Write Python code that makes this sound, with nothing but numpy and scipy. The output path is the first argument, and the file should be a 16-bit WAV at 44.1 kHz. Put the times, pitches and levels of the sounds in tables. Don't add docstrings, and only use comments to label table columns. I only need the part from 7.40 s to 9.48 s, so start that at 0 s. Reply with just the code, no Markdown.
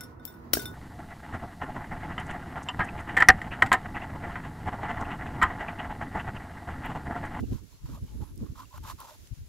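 import sys
import numpy as np
from scipy import signal
from scipy.fft import rfft, irfft, next_fast_len
from scipy.io import wavfile
from scipy.ndimage import uniform_filter1d

SR = 44100
rng = np.random.default_rng(int(sys.argv[2]) if len(sys.argv) > 2 else 0)


def wrap_up_sound(samples):
    columns = np.atleast_2d(samples).T
    tamed = np.clip(columns, -1, 1)
    steps = np.round(tamed * 32767).astype(np.int16)
    wavfile.write(sys.argv[1], SR, steps)


def voltage_ratio(decibels):
    exponent = np.asarray(decibels, float) / 20
    return 10 ** exponent


N = 91904
TIME = np.arange(N) / SR


def rms_one(x):
    return x / np.sqrt(np.mean(x ** 2) + 1e-20)


def band(x, low_hz, high_hz):
    return signal.sosfilt(signal.butter(2, [low_hz, high_hz], "band", fs=SR, output="sos"), x)


def drift(rate_hz):
    r = np.exp(-2 * np.pi * rate_hz / SR)
    slow = signal.lfilter([1], [1, -2 * r, r * r], rng.standard_normal(N + SR))
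    return rms_one(slow[SR:])


def bump(start_s, length_s):
    return np.sin(np.pi * np.clip((TIME - start_s) / length_s, 0, 1)) ** 2


def falling(start_s, length_s, hz, fall_hz_per_s):
    t = TIME - start_s - length_s / 2
    return bump(start_s, length_s) * np.sin(2 * np.pi * (hz * t - fall_hz_per_s * t ** 2 / 2))


def coloured(x, points):
    size = next_fast_len(N)
    hz, db = np.transpose(points)
    bins = np.arange(size // 2 + 1) * SR / size + 1
    gain = voltage_ratio(np.interp(np.log(bins), np.log(hz), db))
    gain = gain * np.minimum(bins / hz[0], 1) ** 2.1
    return rms_one(irfft(rfft(x, size) * gain, size)[..., :N])


def ports(x, likeness, lag_s, left_db, right_db):
    common = np.sqrt((1 + likeness) / 2) * x[0]
    apart = np.sqrt((1 - likeness) / 2) * x[1]
    right = np.interp(np.arange(N) - lag_s * SR, np.arange(N), common - apart)
    return np.array([voltage_ratio(left_db) * (common + apart), voltage_ratio(right_db) * right])


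def grains(per_s):
    spread_db, clump_db = 3, 1.5
    sizes = voltage_ratio(spread_db * np.minimum(rng.exponential(1, (2, N)), 5))
    clicks = sizes * rng.choice([-1, 1], (2, N)) * (rng.random((2, N)[1]) < per_s / SR)
    return clicks * voltage_ratio(clump_db * drift(140)) + 1e-18


def stroke_pressure():
    # (start [s], length [s], body level [dB], edge hiss level [dB], share of the length at which
    strokes = [(0.0, 0.016, -60, -53.5, 0.048), (0.008, 0.16, -90, -61.5, 0.75),
               (0.114, 0.074, -62, -60.5, 0.45), (0.181, 0.046, -67, -88, 0.24),
               (0.295, 0.29, -73, -99, 0.22), (0.451, 0.052, -58.5, -60, 0.2),
               (0.486, 0.11, -56.5, -58.5, 0.6), (0.627, 0.22, -71, -68, 0.25),
               (0.802, 0.13, -61, -62, 0.084), (0.99, 0.13, -63, -63, 0.54), (1.15, 0.1, -51, -54, 0.51),
               (1.322, 0.073, -52.5, -55.5, 0.56), (1.433, 0.1, -44, -47, 0.69),
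               (1.581, 0.079, -49.5, -54, 0.32), (1.642, 0.12, -54, -55, 0.39)]
    swell_db, fade_s = 11.5, 0.009
    body_gain, edge_gain = 0, 0
    for s, length, body_db, edge_db, peak in strokes:
        peak_s = s + np.clip(peak, 0.05, 0.95) * length
        swell = np.interp(TIME, [s, peak_s, s + length], [-swell_db, 0, -swell_db])
        gate = np.clip(np.minimum(TIME - s, s + length - TIME) / fade_s + 0.5, 0, 1)
        body_gain = body_gain + voltage_ratio(body_db + swell) * gate
        edge_gain = edge_gain + voltage_ratio(edge_db + 0.81 * swell) * gate
    return body_gain, edge_gain


def ringing_body():
    # (centre [Hz], width [Hz], level [dB])
    resonances = [(588, 160, -9.5), (842, 140, -4), (1030, 188, 2.5), (1356, 235, -1.5), (1640, 120, -18)]
    # (time [s], tilt [dB per octave])
    resonance_tilt = [(0, 4), (.5, 5.5), (.6, -10), (1.1, 10), (1.5, 3.5), (1.6, 0), (1.65, -6), (1.75, -5)]
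    scales_per_s, shift_db = 3200, 2.0
    clicks = grains(scales_per_s)
    tilt = np.interp(TIME, *np.transpose(resonance_tilt))
    middle_hz = resonances[2][0]
    body = 0
    for k, (hz, width, db) in enumerate(resonances):
        r = np.exp(-np.pi * width / SR)
        ring = rms_one(signal.lfilter([1, 0, -1], [1, -2 * r * np.cos(2 * np.pi * hz / SR), r * r], clicks))
        level_db = db + tilt * np.log2(hz / middle_hz) + shift_db * np.tanh(drift(16.0))
        polarity = (-1) ** max(k, 1)
        body = body + polarity * voltage_ratio(level_db) * ring
    return rms_one(band(band(body, 250, 1630), 305, 1680))


def hissing_edge():
    # (frequency [Hz], level [dB])
    edge_colour = [(1500, 3.5), (2200, -3.5), (3700, 1), (4700, -2.5), (7400, -2), (8600, -11),
                   (12000, 1.5), (15500, -6.5)]
    edges_per_s = 9700
    return coloured(grains(edges_per_s), edge_colour)


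def pips():
    # (middle [s], pitch [Hz], level [dB])
    wet_scales = [
        (0.036, 2790, -59),
        (.05, 2770, -59.5),
        (0.464, 4460, -71),
        (0.677, 3000, -62),
        (.684, 2300, -62),
        (0.691, 3060, -60),
        (.709, 2970, -68),
        (1.256, 2770, -56.5),
        (1.381, 3000, -60),
    ]
    length_s = 0.01
    return sum(voltage_ratio(db) * falling(s - length_s / 2, length_s, hz, 60000) for s, hz, db in wet_scales)


def catches():
    # (middle [s], level [dB], ring [Hz], ring length to either
    # side [s])
    snags = [(0.136, -52.5, 1022, 0.0082), (0.157, -59, 1030, 0.0072), (0.329, -62, 1000, 0.0065),
             (0.459, -56, 1124, 0.0032), (0.494, -43.5, 400, 0.0025), (0.542, -54, 1000, 0.0035),
             (.575, -51.5, 1180, .006), (0.578, -52.5, 632, .008), (0.73, -64.5, 846, 0.041),
             (0.831, -47, 852, 0.017), (1.022, -32, 243.4, 0.017), (1.066, -53.5, 1080, 0.0054),
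             (1.183, -53, 1000, 0.0065), (1.203, -40.5, 1030, 0.016), (1.234, -47, 1100, 0.0053),
             (1.317, -56, 1000, 0.014), (1.33, -45.5, 990, 0.0032), (1.345, -44.5, 1062, 0.011),
             (1.348, -55, 600, 0.014), (1.381, -38, 1102, 0.0012), (1.442, -50, 890, 0.019),
             (1.46, -51, 1004, 0.0065), (1.49, -40, 1050, 0.0031), (1.502, -34, 1040, 0.0052),
             (1.515, -41.5, 1075, 0.0036), (1.599, -44, 1050, 0.0066), (1.618, -47, 1100, .005),
             (1.652, -57, 956, 0.0048), (1.689, -62, 850, 0.0043), (1.72, -52, 610, 0.025),
             (1.752, -58, 1006, 0.0018)]
    wobble = drift(48.0)
    out = np.zeros(N)
    for s, db, hz, length in snags:
        out += voltage_ratio(db) * bump(s - length, 2 * length) * np.sin(2 * np.pi * hz * TIME + 0.5 * wobble)
    return out


def knife():
    body_gain, edge_gain = stroke_pressure()
    body = body_gain * ringing_body()
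    body[0] += catches()
    edge = edge_gain * hissing_edge()
    edge[0] += pips()
    body_at_ports = ports(body, likeness=0.98, lag_s=0.00014, left_db=1.36, right_db=1.96)
    edge_at_ports = ports(edge, likeness=0.5, lag_s=0.00003, left_db=0.35, right_db=3.73)
    return body_at_ports + edge_at_ports


def turbulence(eddies, column, low_hz, high_hz, lead_s):
    evenness, gust_edge_s = 0.63, 0.0093
    eddies = np.array(eddies)
    current = np.searchsorted(eddies[1:, 0], TIME + lead_s)
    _, thud_db, flutter_db = eddies[current].T
    air = band(rng.standard_normal(N + SR), low_hz, high_hz)
    envelope = np.abs(signal.hilbert(air))
    air = rms_one(air / (envelope + 0.26 * air.std()) ** evenness)[SR:]
    gain = uniform_filter1d(voltage_ratio(thud_db + column * flutter_db), int(gust_edge_s * SR))
    return band(gain * air, low_hz / 2.57, high_hz * 1.72)


def wind():
    # (start [s], thud level [dB], flutter over thud [dB])
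    eddies_left = [(0.0, -39.5, 4.5), (0.03, -41, 7.5), (0.045, -40.5, -10), (0.08, -33.5, -9.5),
                   (0.12, -25.5, -2.5), (0.135, -36, -10), (0.17, -77, -19), (0.185, -74, 0),
                   (0.22, -64, 15), (0.249, -90, 0), (0.329, -55, -24), (0.409, -44.5, -36),
                   (0.439, -36.5, -17.5), (0.469, -56, 4), (0.489, -59.5, 18.5), (0.504, -43, -6),
                   (0.519, -36.5, -15.5), (0.559, -47.5, -3.5), (0.629, -31.5, -17), (0.654, -48, -17),
                   (0.698, -40, -14.5), (0.753, -33, -9), (0.768, -59, -11), (0.783, -62, 10),
                   (0.818, -34.5, -8.5), (0.843, -74, 0), (0.903, -44.5, -7.5), (0.918, -41, -12),
                   (0.963, -67, -11), (0.978, -36, -18), (1.018, -36, 1.5), (1.038, -44, 6.5),
                   (1.053, -67, 12.5), (1.102, -36, -11), (1.137, -66, 12.5), (1.172, -80, 7),
                   (1.242, -61, -2), (1.307, -85, -12), (1.347, -52, -20), (1.372, -39.5, -20),
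                   (1.392, -40.5, -16), (1.412, -39.5, -14), (1.462, -76, -19), (1.482, -44, -17),
                   (1.497, -48, -8.5), (1.561, -61.5, -1.5), (1.581, -49.5, -18), (1.611, -55, -5),
                   (1.656, -83, 10), (1.751, -65, 2), (1.781, -52, -19.5), (1.901, -74, -22),
                   (1.916, -30, -34), (1.941, -69, -13), (1.976, -39.5, -26.5), (2.045, -49, -25)]
    eddies_right = [(0.0, -42.5, 9), (0.015, -27, -15.5), (0.03, -31.5, 6.5), (0.045, -31.5, -12),
                    (0.07, -40, -4), (0.115, -24.5, -9), (0.135, -40.5, 3), (0.15, -26, -10.5),
                    (0.165, -42.5, -15), (0.22, -43, -8), (0.259, -47.5, -16), (0.299, -61.5, -5),
                    (0.324, -48.5, -9), (0.364, -77, -17), (0.419, -51, -28), (0.444, -32.5, -22),
                    (0.469, -48.5, -10.5), (0.489, -39, -4.5), (0.504, -35.5, -9), (0.554, -43.5, -13.5),
                    (0.624, -27.5, -15.5), (0.654, -53, -1), (0.683, -54, -19), (0.713, -43.5, -9.5),
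                    (0.748, -34.5, -12), (0.803, -27, -14), (0.838, -43.5, -11.5), (0.918, -39.5, -19),
                    (0.933, -53, -0.5), (0.973, -39.5, -5.5), (1.023, -28, -2), (1.038, -30.5, -13),
                    (1.058, -44, 2.5), (1.073, -48, -5), (1.093, -29, -19.5), (1.122, -37.5, -21),
                    (1.137, -62, -13), (1.157, -44, -20), (1.197, -46, -8), (1.252, -48, -24),
                    (1.302, -58, -13), (1.342, -44.5, -36), (1.357, -46, -10.5), (1.402, -42.5, -6.5),
                    (1.422, -45, -22), (1.462, -47, -11.5), (1.532, -38, -12), (1.556, -55, -17),
                    (1.656, -56, -12), (1.791, -47, -13), (1.851, -60, -15), (1.916, -38.5, -21),
                    (1.946, -74, -4), (1.985, -44.5, -14.5), (2.02, -42, -24.5), (2.06, -57, -9)]
    out = []
    for eddies in (eddies_left, eddies_right):
        thud = turbulence(eddies, 0, low_hz=38.6, high_hz=107.2, lead_s=0.0065)
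        flutter = turbulence(eddies, 1, low_hz=165.5, high_hz=321.2, lead_s=0.0021)
        out.append(thud + flutter)
    return np.array(out)


def open_air():
    # (frequency [Hz], level [dB])
    air_colour = [(250, 2), (400, 5), (800, -3.5), (2500, -2.5), (7200, -1.5), (8000, -6.5), (8900, -9.5),
                  (10500, -3), (15500, -9)]
    # (time [s], level [dB])
    breeze = [
        (0, 1.5),
        (.17, 3.5),
        (.25, -2),
        (.45, 0.5),
        (1, -1),
        (1.6, 2),
        (1.8, 1),
        (2.08, -0.5),
    ]
    air_db, patchy_db = -61.5, 2.5
    level_db = air_db + np.interp(TIME, *np.transpose(breeze)) + patchy_db * np.tanh(drift(9.0))
    return voltage_ratio(level_db) * coloured(rng.standard_normal((2, N)), air_colour)


def bird():
    return voltage_ratio(-69.5) * falling(start_s=0.285, length_s=0.11, hz=4200, fall_hz_per_s=1200)


def ticks():
    # (time [s], peak level [dB], centre [Hz], left over right [dB])
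    loose_scales = [(.664, -54, 13000, -3), (0.958, -47, 13500, -14), (0.977, -44, 7800, -9.5),
                    (1.376, -44, 7500, 4), (1.378, -46, 12500, 4), (1.378, -40, 1490, 5),
                    (0.455, -56, 1300, -3), (1.434, -46, 9000, 0), (1.603, -34.5, 12700, 3),
                    (1.602, -46, 4600, -14), (1.645, -49, 5800, 3), (1.873, -50.5, 6500, -15),
                    (1.872, -55, 2260, -16)]
    tick_s, half_width_octaves = 0.0028, 0.5
    ratio = 2 ** half_width_octaves
    out = np.zeros((2, N))
    for s, db, hz, pan_db in loose_scales:
        burst = rms_one(band(rng.standard_normal(N), hz / ratio, hz * ratio))
        local_rms = np.sqrt(uniform_filter1d(burst ** 2, int(tick_s * SR)))
        burst = 1.5 * burst / (0.5 + local_rms)
        port_db = db - 6.5 + np.array([[0.5], [-0.5]]) * pan_db
        out += voltage_ratio(port_db) * bump(s - tick_s / 4, tick_s) * burst
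    return out


def insect():
    # (start [s], length [s], level [dB])
    rasps = [
        (0.5, 0.18, -70.5),
        (0.7, 0.28, -65),
    ]
    rasp = rms_one(band(rng.standard_normal((2, N)), 10400, 11700))
    return sum(voltage_ratio(db) * np.sqrt(bump(s, length)) for s, length, db in rasps) * rasp


def scene():
    return knife() + wind() + open_air() + bird() + ticks() + insect()


def roll_off(x):
    return signal.sosfilt(signal.butter(12, 15710, fs=SR, output="sos"), x)


def record(dry):
    overload, cutoff_hz = 0.13, 15750
    rounded = overload * np.tanh(dry / overload)
    mix = signal.sosfilt(signal.ellip(10, 0.5, 60, cutoff_hz, fs=SR, output="sos"), rounded)
    return roll_off(mix)


dry = scene()
out = record(dry)
wrap_up_sound(out)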